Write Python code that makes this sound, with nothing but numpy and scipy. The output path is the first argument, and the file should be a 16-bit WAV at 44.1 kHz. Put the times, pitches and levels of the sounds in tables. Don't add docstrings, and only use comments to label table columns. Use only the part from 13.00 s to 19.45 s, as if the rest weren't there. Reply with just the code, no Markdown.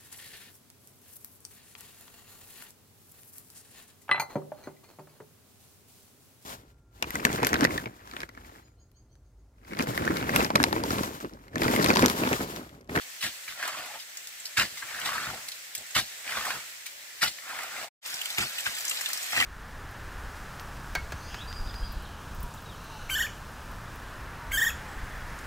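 import sys
import numpy as np
from scipy import signal
from scipy.io import wavfile
from scipy.ndimage import map_coordinates

SR = 44100
rng = np.random.default_rng(int(sys.argv[2]) if len(sys.argv) > 2 else 0)


def store_wav(level_fs):
    pcm = np.round(np.clip(np.atleast_2d(level_fs), -1, 1) * 32767)
    wavfile.write(sys.argv[1], SR, pcm.T.astype(np.int16))


def magnitude_from_level(level_db):
    exponent = np.asarray(level_db, float) / 20
    return 10 ** exponent


N = 284445
JOIN_S = 4.96


def rms_one(x):
    return x / np.sqrt(np.mean(x ** 2) + 1e-20)


def in_time(rows):
    s, *columns = np.transpose(rows)
    return [np.interp(np.arange(N) / SR, s, column) for column in columns]


def at_hz(points, hz):
    curve_hz, value = np.transpose(points)
    return np.interp(np.log(hz), np.log(curve_hz), value)


def drift(rate_hz):
    r = np.exp(-32 * np.pi * rate_hz / SR)
    white = rng.standard_normal(N // 16 + 2002)
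    slow = signal.lfilter([1], [1, -2 * r, r * r], white)[2000:]
    return np.interp(np.arange(N) / 16, np.arange(len(slow)), rms_one(slow))


def resonate(x, hz, width_hz):
    r, w = np.exp(-np.pi * width_hz / SR), 2 * np.pi * hz / SR
    gain = np.sqrt((1 - r * r) / 2)
    return signal.lfilter(gain * np.array([1, 0, -1]), [1, -2 * r * np.cos(w), r * r], x + 1e-18)


def grains(per_s, spread_db):
    sizes_db = spread_db * np.minimum(rng.exponential(1, N), 5)
    signed = magnitude_from_level(sizes_db) * rng.choice([-1, 1], N)
    return rms_one(signed * (rng.random(N) < per_s / SR))


# frequency_hz [Hz], density_db [dB per Hz]
BROOK_SPECTRUM = [(30, -22.5), (98, -19.5), (270, -23), (600, -9), (950, -10.5), (1300, -9), (1500, -4.5),
                  (1900, 0.5), (3000, -4), (6000, -5.5), (7600, -6.5), (9500, -11.5), (15000, -10)]
# start_s [s], level_db [dB]
BROOK_FLOW = [(0, -47.5), (1.5, -48.5), (2.06, -43.5), (2.75, -48.5), (3.5, -43.5), (3.95, -49.5),
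              (4.9, -44), (5.0, -45.5), (5.6, -44.5), (6.45, -41)]
# frequency_hz [Hz], likeness [-1 to 1]
BROOK_COHERENCE = [(60, 0.12), (290, 0.68), (640, 0), (15000, 0.0049)]


def brook():
    out, together = 0, drift(4)
    edges_hz = 33.2 * 2 ** np.arange(0, 9.1, 1 / 3)
    white = rng.standard_normal((2, 2, N))
    for k, (low, high) in enumerate(zip(edges_hz, edges_hz[1:])):
        band = signal.butter(3, [low, high], "band", fs=SR, output="sos")
        mid, side = signal.sosfilt(band, white[k % 2])
        hz = np.sqrt(low * high)
        alike = np.clip(at_hz(BROOK_COHERENCE, hz), -1, 1)
        gain = magnitude_from_level(at_hz(BROOK_SPECTRUM, hz) + 0.7 * together + 0.9 * drift(14))
        out = out + gain * (np.sqrt(1 + alike) * mid + np.sqrt(1 - alike) * side * [[1], [-1]])
    return rms_one(out) * magnitude_from_level(in_time(BROOK_FLOW)[0] + 3.5)


PEBBLES_DB_PER_S, GRIT_DB_PER_S, CLODS_DB_PER_S, THUMP_DB_PER_S = 597, 323.5, 454, 417
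STAB_HOLE_HZ = 1750


def push_db(t, push_s, level_db, release_db_per_s):
    sag = -69.5 * np.clip(t, 0, push_s)
    attack = 2600 * t
    release = release_db_per_s * (push_s - t)
    return level_db + sag + np.minimum(0, np.minimum(attack, release))


# start_s [s], push_s [s], pebbles_db [dB], grit_db [dB], thump_db [dB]
STAB_EVENTS = [(0.0, 0.016, -54, -44.5, -77), (0.77, .06, -60, -45, -80), (0.99, 0.036, -61, -47.5, -78),
               (1.772, 0.011, -51, -44, -75), (2.05, 0.054, -45, -36, -70), (0.21, .02, -47, -40, -65),
               (0.229, 0.037, -33.5, -32.5, -48.5), (0.479, 0.032, -44, -46, -63),
               (1.572, 0.059, -24.5, -29, -40.5), (1.817, 0.025, -38.5, -60, -62),
               (2.751, .02, -59, -42, -78), (2.903, 0.0055, -50, -60, -73), (2.953, 0.037, -27, -27.5, -40),
               (3.859, 0.01, -53, -41.5, -84), (4.218, .024, -26, -28, -43.5),
               (4.25, 0.025, -36, -32.5, -51.5), (5.376, 0.022, -30.5, -38, -41.5),
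               (5.405, 0.029, -31.5, -33, -43.5), (5.658, 0.017, -32, -37.5, -52),
               (6.322, 0.047, -33, -37, -57), (6.363, 0.073, -25.5, -34, -43)]


def stabs(t):
    moves = []
    for s, push_s, pebbles_db, grit_db, thump_db in STAB_EVENTS:
        since, late = t - s, t - s - 0.0085
        driven = push_db(since, push_s, grit_db, GRIT_DB_PER_S)
        settling = push_db(since, push_s, grit_db - 10, 108)
        levels = [push_db(since, push_s, pebbles_db, PEBBLES_DB_PER_S),
                  np.maximum(driven, settling),
                  push_db(late, push_s, thump_db + 0.5, CLODS_DB_PER_S),
                  push_db(late, push_s, thump_db, THUMP_DB_PER_S)]
        firmer = 1.3 if s > JOIN_S else 1
        moves.append((levels, STAB_HOLE_HZ * firmer))
    return moves


# start_s [s], length_s [s], clods_db [dB], thump_db [dB]
CLOD_EVENTS = [(0.057, .015, -57.5, -82), (0.237, .02, -52.5, -48), (0.773, .04, -46, -56.5),
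               (1.72, 0.033, -62, -58), (2.27, 0.089, -44.5, -46.5), (2.778, 0.035, -50, -59),
               (3.37, 0.015, -46.5, -50), (3.536, 0.032, -44, -52), (5.132, 0.019, -51, -63),
               (6.327, .045, -42, -66), (6.376, 0.045, -36.5, -60)]


def clod_falls(t, trickle):
    moves = []
    for s, length_s, clods_db, thump_db in CLOD_EVENTS:
        levels = [trickle[0], trickle[1],
                  push_db(t - s, length_s, clods_db, CLODS_DB_PER_S),
                  push_db(t - s, length_s, thump_db, THUMP_DB_PER_S)]
        moves.append((levels, STAB_HOLE_HZ))
    return moves


# start_s [s], pressure_db [dB], pitch_hz of the opening hole [Hz]
DRAG_STROKES = [
    [(.54, -57, 1800), (.6, -40, 1800), (.635, -37.5, 1600), (.68, -39, 1240), (.82, -42, 1100),
     (.88, -47, 830), (.966, -44.5, 780), (1.0, -65, 780)],
    [(1.86, -51, 1800), (1.95, -37, 1830), (1.975, -41, 1700), (2.08, -34.5, 1290), (2.125, -37.5, 1280),
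     (2.2, -37.5, 1270), (2.28, -38.5, 1250), (2.345, -45.5, 560), (2.5, -58.5, 1500)],
    [(3.225, -63, 1900), (3.26, -42.5, 1900), (3.38, -34.5, 1220), (3.445, -39.5, 1250),
     (3.48, -34.5, 1260), (3.575, -43.5, 1280), (3.68, -66, 1800)],
    [(4.42, -51, 1500), (4.51, -39.5, 1230), (4.59, -39.5, 1300), (4.69, -44.5, 1400), (4.78, -39, 1460),
     (4.85, -41.5, 720), (4.9, -39, 720)],
]
# grit_db [dB], clods_db [dB], thump_db [dB]
DRAG_LAYERS = [
    (-6, -8.5, -28.5),
    (-7.5, -10, -17.5),
    (-5, -9.5, -21.5),
    (-9.5, -9.5, -27),
]


def drags(t):
    moves = []
    for rows, (grit_db, clods_db, thump_db) in zip(DRAG_STROKES, DRAG_LAYERS):
        s, db, hz = np.transpose(rows)
        pressure = np.interp(t, s, db, left=-120, right=-120)
        along = np.clip((t - s[0]) / (s[-1] - s[0]), 0, 1) - 0.5
        levels = [pressure,
                  pressure + grit_db,
                  pressure + clods_db + 3.5 * along,
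                  pressure + thump_db + 9 * along]
        moves.append((levels, np.interp(t, s, hz)))
    return moves


# pebbles_db [dB], grit_db [dB], clods_db [dB], thump_db [dB]
TRICKLE_LEVELS = [
    (-76.5, -62, -76.5, -83),
    (-46.5, -44, -56.5, -76),
]


def effort():
    t = np.arange(0, N + 32, 32) / SR
    levels = np.array(TRICKLE_LEVELS, float)[(t > JOIN_S).astype(int)].T
    hole_hz = np.full(len(t), float(STAB_HOLE_HZ))
    for move, hz in stabs(t) + clod_falls(t, levels) + drags(t):
        hole_hz = np.where(move[0] > levels[0], hz, hole_hz)
        levels = np.maximum(levels, move)
    return in_time(np.column_stack([t, *levels, hole_hz]))


# frequency_hz [Hz], density_db [dB per Hz]
GRAVEL_SPECTRUM = [(200, -5.5), (400, -20), (700, 1), (1000, -6), (1300, -1), (2000, -1.5), (2500, -3.5),
                   (3200, -6.5), (4600, -7.5), (6000, -15.5), (8000, -15), (9500, -18), (16000, -25)]


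def grinding(pebbles_db, grit_db, clods_db, hole_hz):
    out = np.zeros(N)
    slips_db = 1.4 * drift(46) + 1.04 * drift(240)
    cracks = grains(per_s=700, spread_db=5.0)
    for hz in np.geomspace(250, 15500, num=28):
        fine = np.clip(np.log(hz / 2250) / np.log(1.35), 0, 1)
        coarse = np.clip(np.log(1100 / hz) / np.log(1.6), 0, 1)
        force_db = pebbles_db + fine * grit_db + coarse * clods_db + slips_db + 0.7 * drift(33)
        colour_db = at_hz(GRAVEL_SPECTRUM, hz) + 10 * np.log10(hz / 1500) + 5.74 * fine + 9.3 * coarse - 9
        hollow_db = 5.3 * np.exp(-(np.log(hz / hole_hz) / 0.24) ** 2)
        contacts = grains(per_s=300 + 0.7 * hz, spread_db=3.0) + 0.55 * cracks
        struck = resonate(contacts * magnitude_from_level(force_db + colour_db + hollow_db + 0.5), hz, 0.28 * hz)
        out += resonate(struck, hz, 0.28 * hz) * np.sqrt(hz / SR)
    return out


# pitch_hz [Hz], width_hz [Hz], level_db [dB]
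GROUND_MODES = [(62, 43, -5), (117, 46, 0), (197.4, 54, -1.5), (318, 23, -8)]


def thumps(thump_db):
    pushes = grains(per_s=600, spread_db=-0.5) * magnitude_from_level(thump_db - 4.5)
    shake = sum(magnitude_from_level(db) * resonate(pushes, hz, width_hz) for hz, width_hz, db in GROUND_MODES)
    return signal.sosfilt(signal.butter(2, [42, 450], "band", fs=SR, output="sos"), shake)


def crackle():
    envelope = signal.lfilter([1], [1, -0.97], np.abs(grains(per_s=90, spread_db=1.0)))
    ticks = envelope * rng.standard_normal(N)
    bright = signal.sosfilt(signal.butter(2, 3000, "high", fs=SR, output="sos"), ticks)
    level_db = np.where(np.arange(N) / SR < JOIN_S, -60, -47.5)
    return rms_one(bright) * magnitude_from_level(level_db)


# start_s [s], peak_db [dB], pitch_hz [Hz], grit_share_db [dB]
FIRST_SPOT_STONES = [(0.225, -16, 2400, -3), (0.239, -20, 1920, -5), (1.596, -6, 2700, -20),
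                     (0.677, -20.5, 1210, 4), (1.171, -22, 6700, -5), (1.271, -26.5, 5000, 4),
                     (1.399, -28.5, 7700, -12), (1.454, -19.5, 5000, -10), (2.484, -21.5, 4330, 2),
                     (2.517, -23, 4120, -5), (2.75, -24.5, 2280, 10), (2.778, -25.5, 7700, -10),
                     (2.907, -24.5, 7600, -17), (2.951, -27.5, 1630, -7.5), (3.863, -24, 2300, 2),
                     (0.522, -27.5, 1490, -15), (0.634, -17, 1930, -25), (0.859, -28, 1510, 1),
                     (1.998, -23, 1530, 0), (2.088, -14, 1400, -22), (2.135, -25, 1250, -20),
                     (2.2, -17, 1300, -20), (3.243, -29, 2000, -15), (3.45, -18, 1840, -4),
                     (4.384, -25, 1870, -21), (4.633, -30, 2210, 7)]
# start_s [s], peak_db [dB], pitch_hz [Hz], grit_share_db [dB]
SECOND_SPOT_STONES = [(5.061, -30.5, 1540, 6.5), (5.119, -36, 1950, 8), (5.14, -26, 5500, 4),
                      (5.214, -13.5, 3000, -6), (5.255, -17.5, 3260, -2), (5.302, -19.5, 3880, -2),
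                      (5.385, -20.5, 6500, -9), (5.56, -38, 2060, -12), (5.582, -16, 3050, -11),
                      (5.606, -30, 5860, 11), (5.749, -25, 7610, -5), (5.784, -22, 4840, 1),
                      (5.806, -25, 6150, 1), (5.85, -25, 6540, 6), (5.88, -15.5, 6400, -10),
                      (5.894, -16, 7900, -3), (5.911, -13, 2840, -9), (5.971, -17, 3760, -18),
                      (6.01, -16, 1880, -0.5), (6.059, -11, 3400, -14), (6.088, -28, 1330, 5),
                      (6.131, -16.5, 4600, 3.5), (6.173, -22, 5480, 0.5), (6.228, -27.5, 8100, 5),
                      (6.33, -17, 1400, -11), (6.369, -7.5, 1930, -31), (6.385, -13, 2900, -19),
                      (6.4, -6, 2870, -15)]
# start_s [s], peak_db [dB], pitch_hz [Hz]
SHAFT_KNOCKS = [(0.479, -21.5, 2300), (0.626, -12, 1570), (0.747, -22, 1200), (1.575, -20, 1290),
                (1.589, -16, 1610), (1.773, -23.5, 1990), (1.825, -24, 1340), (1.907, -24, 2370),
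                (2.015, -16.5, 3070), (2.072, -17, 1400), (2.13, -18, 1750), (2.155, -21, 1210),
                (2.18, -14, 1670), (2.243, -22.5, 1510), (2.298, -24.5, 1290), (2.961, -9.5, 1350),
                (3.277, -16, 2340), (3.321, -16, 2100), (3.37, -10.5, 1240), (3.408, -21, 1250),
                (3.467, -15.5, 1240), (3.504, -12.5, 1620), (4.222, -12, 1960), (4.229, -8, 1360),
                (4.588, -17, 1490), (4.844, -27, 680), (5.382, -5.5, 2460), (5.664, -10.5, 1620),
                (6.411, -7, 2020), (6.423, -10, 1990)]


def stones():
    out, t = np.zeros(N + 2000), np.arange(2000) / SR
    shape = (1 - np.exp(-t / 0.0014)) * (np.exp(-t / 0.0015) + 0.091 * np.exp(-t / 0.017))
    knocked = [(s, db, hz, -19) for s, db, hz in SHAFT_KNOCKS]
    for s, db, hz, grit_db in knocked + list(FIRST_SPOT_STONES) + list(SECOND_SPOT_STONES):
        chatter = rng.standard_normal(2000) * magnitude_from_level(7.3 * rng.standard_normal(2000)) * shape
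        ring = resonate(chatter, hz, 0.16 * hz)
        spray = np.diff(resonate(chatter, 3100, 5100), prepend=0)
        click = ring / np.abs(ring).max() + magnitude_from_level(grit_db + 3.5) * spray / np.abs(spray).max()
        out[round(s * SR):][:2000] += magnitude_from_level(db - 7) * click
    return out[:N]


# start_s [s], pitch_hz [Hz], level_db [dB]
DOVE_COO = [
    (3.86, 555, -115),
    (3.92, 560, -65),
    (4.05, 562, -69),
    (4.1, 560, -89),
    (4.16, 560, -81),
    (4.4, 555, -61),
    (4.46, 550, -111),
]


def dove():
    hz, db = in_time(DOVE_COO)
    return magnitude_from_level(db + 1.5 * drift(25)) * np.sin(2 * np.pi * np.cumsum(hz) / SR)


RIGHT_PORT_LAG = [2.81, 6.6]


def ports(x, scatter_db=1.0, decay_s=0.003, hop=1024):
    lag = np.where(np.arange(N) / SR < JOIN_S, *RIGHT_PORT_LAG)
    direct = np.array([x, map_coordinates(x, [np.arange(N) - lag], order=3)])
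    highs = signal.lfilter(*signal.butter(1, 1700, "high", fs=SR), x)
    t, scattered = np.arange(hop) / SR, np.zeros((2, N + 4 * hop))
    window = np.sqrt(np.hanning(2 * hop))
    tail = np.exp(-t / decay_s) * (t > 0.0004) / np.sqrt(decay_s * SR / 2)
    for i in range(0, N, hop):
        piece = highs[i:i + 2 * hop]
        echoes = rng.standard_normal((2, hop)) * tail
        heard = signal.fftconvolve((piece * window[:len(piece)])[None], echoes, axes=1)
        scattered[:, i:i + heard.shape[1]] += heard
    return direct + magnitude_from_level(scatter_db) * scattered[:, :N]


def fade():
    t = np.arange(N) / SR
    out_db = -300 * np.maximum(t - 4.845, 0) - 3500 * np.maximum(t - 4.884, 0)
    rise = np.clip((t - 5.012) / 0.05, 0, 1) ** 1.9
    return magnitude_from_level(out_db) + rise


def scene():
    pebbles_db, grit_db, clods_db, thump_db, hole_hz = effort()
    digging = grinding(pebbles_db, grit_db - pebbles_db, clods_db - pebbles_db, hole_hz)
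    digging = digging + thumps(thump_db) + stones() + crackle()
    spread = thumps(thump_db - 16) * [[1], [-1]]
    return ports(digging) * magnitude_from_level([[0.2], [-0.2]]) + spread + brook() + dove()


def band_limit(x):
    return signal.sosfilt(signal.butter(12, 16170, fs=SR, output="sos"), x)


def record(dry):
    lifted = dry + magnitude_from_level(-18.5) * resonate(dry, 7730, 990)
    cut = signal.sosfilt(signal.cheby2(16, 60, 16100, fs=SR, output="sos"), lifted)
    return band_limit(cut * fade())


dry = scene()
out = record(dry)
store_wav(out)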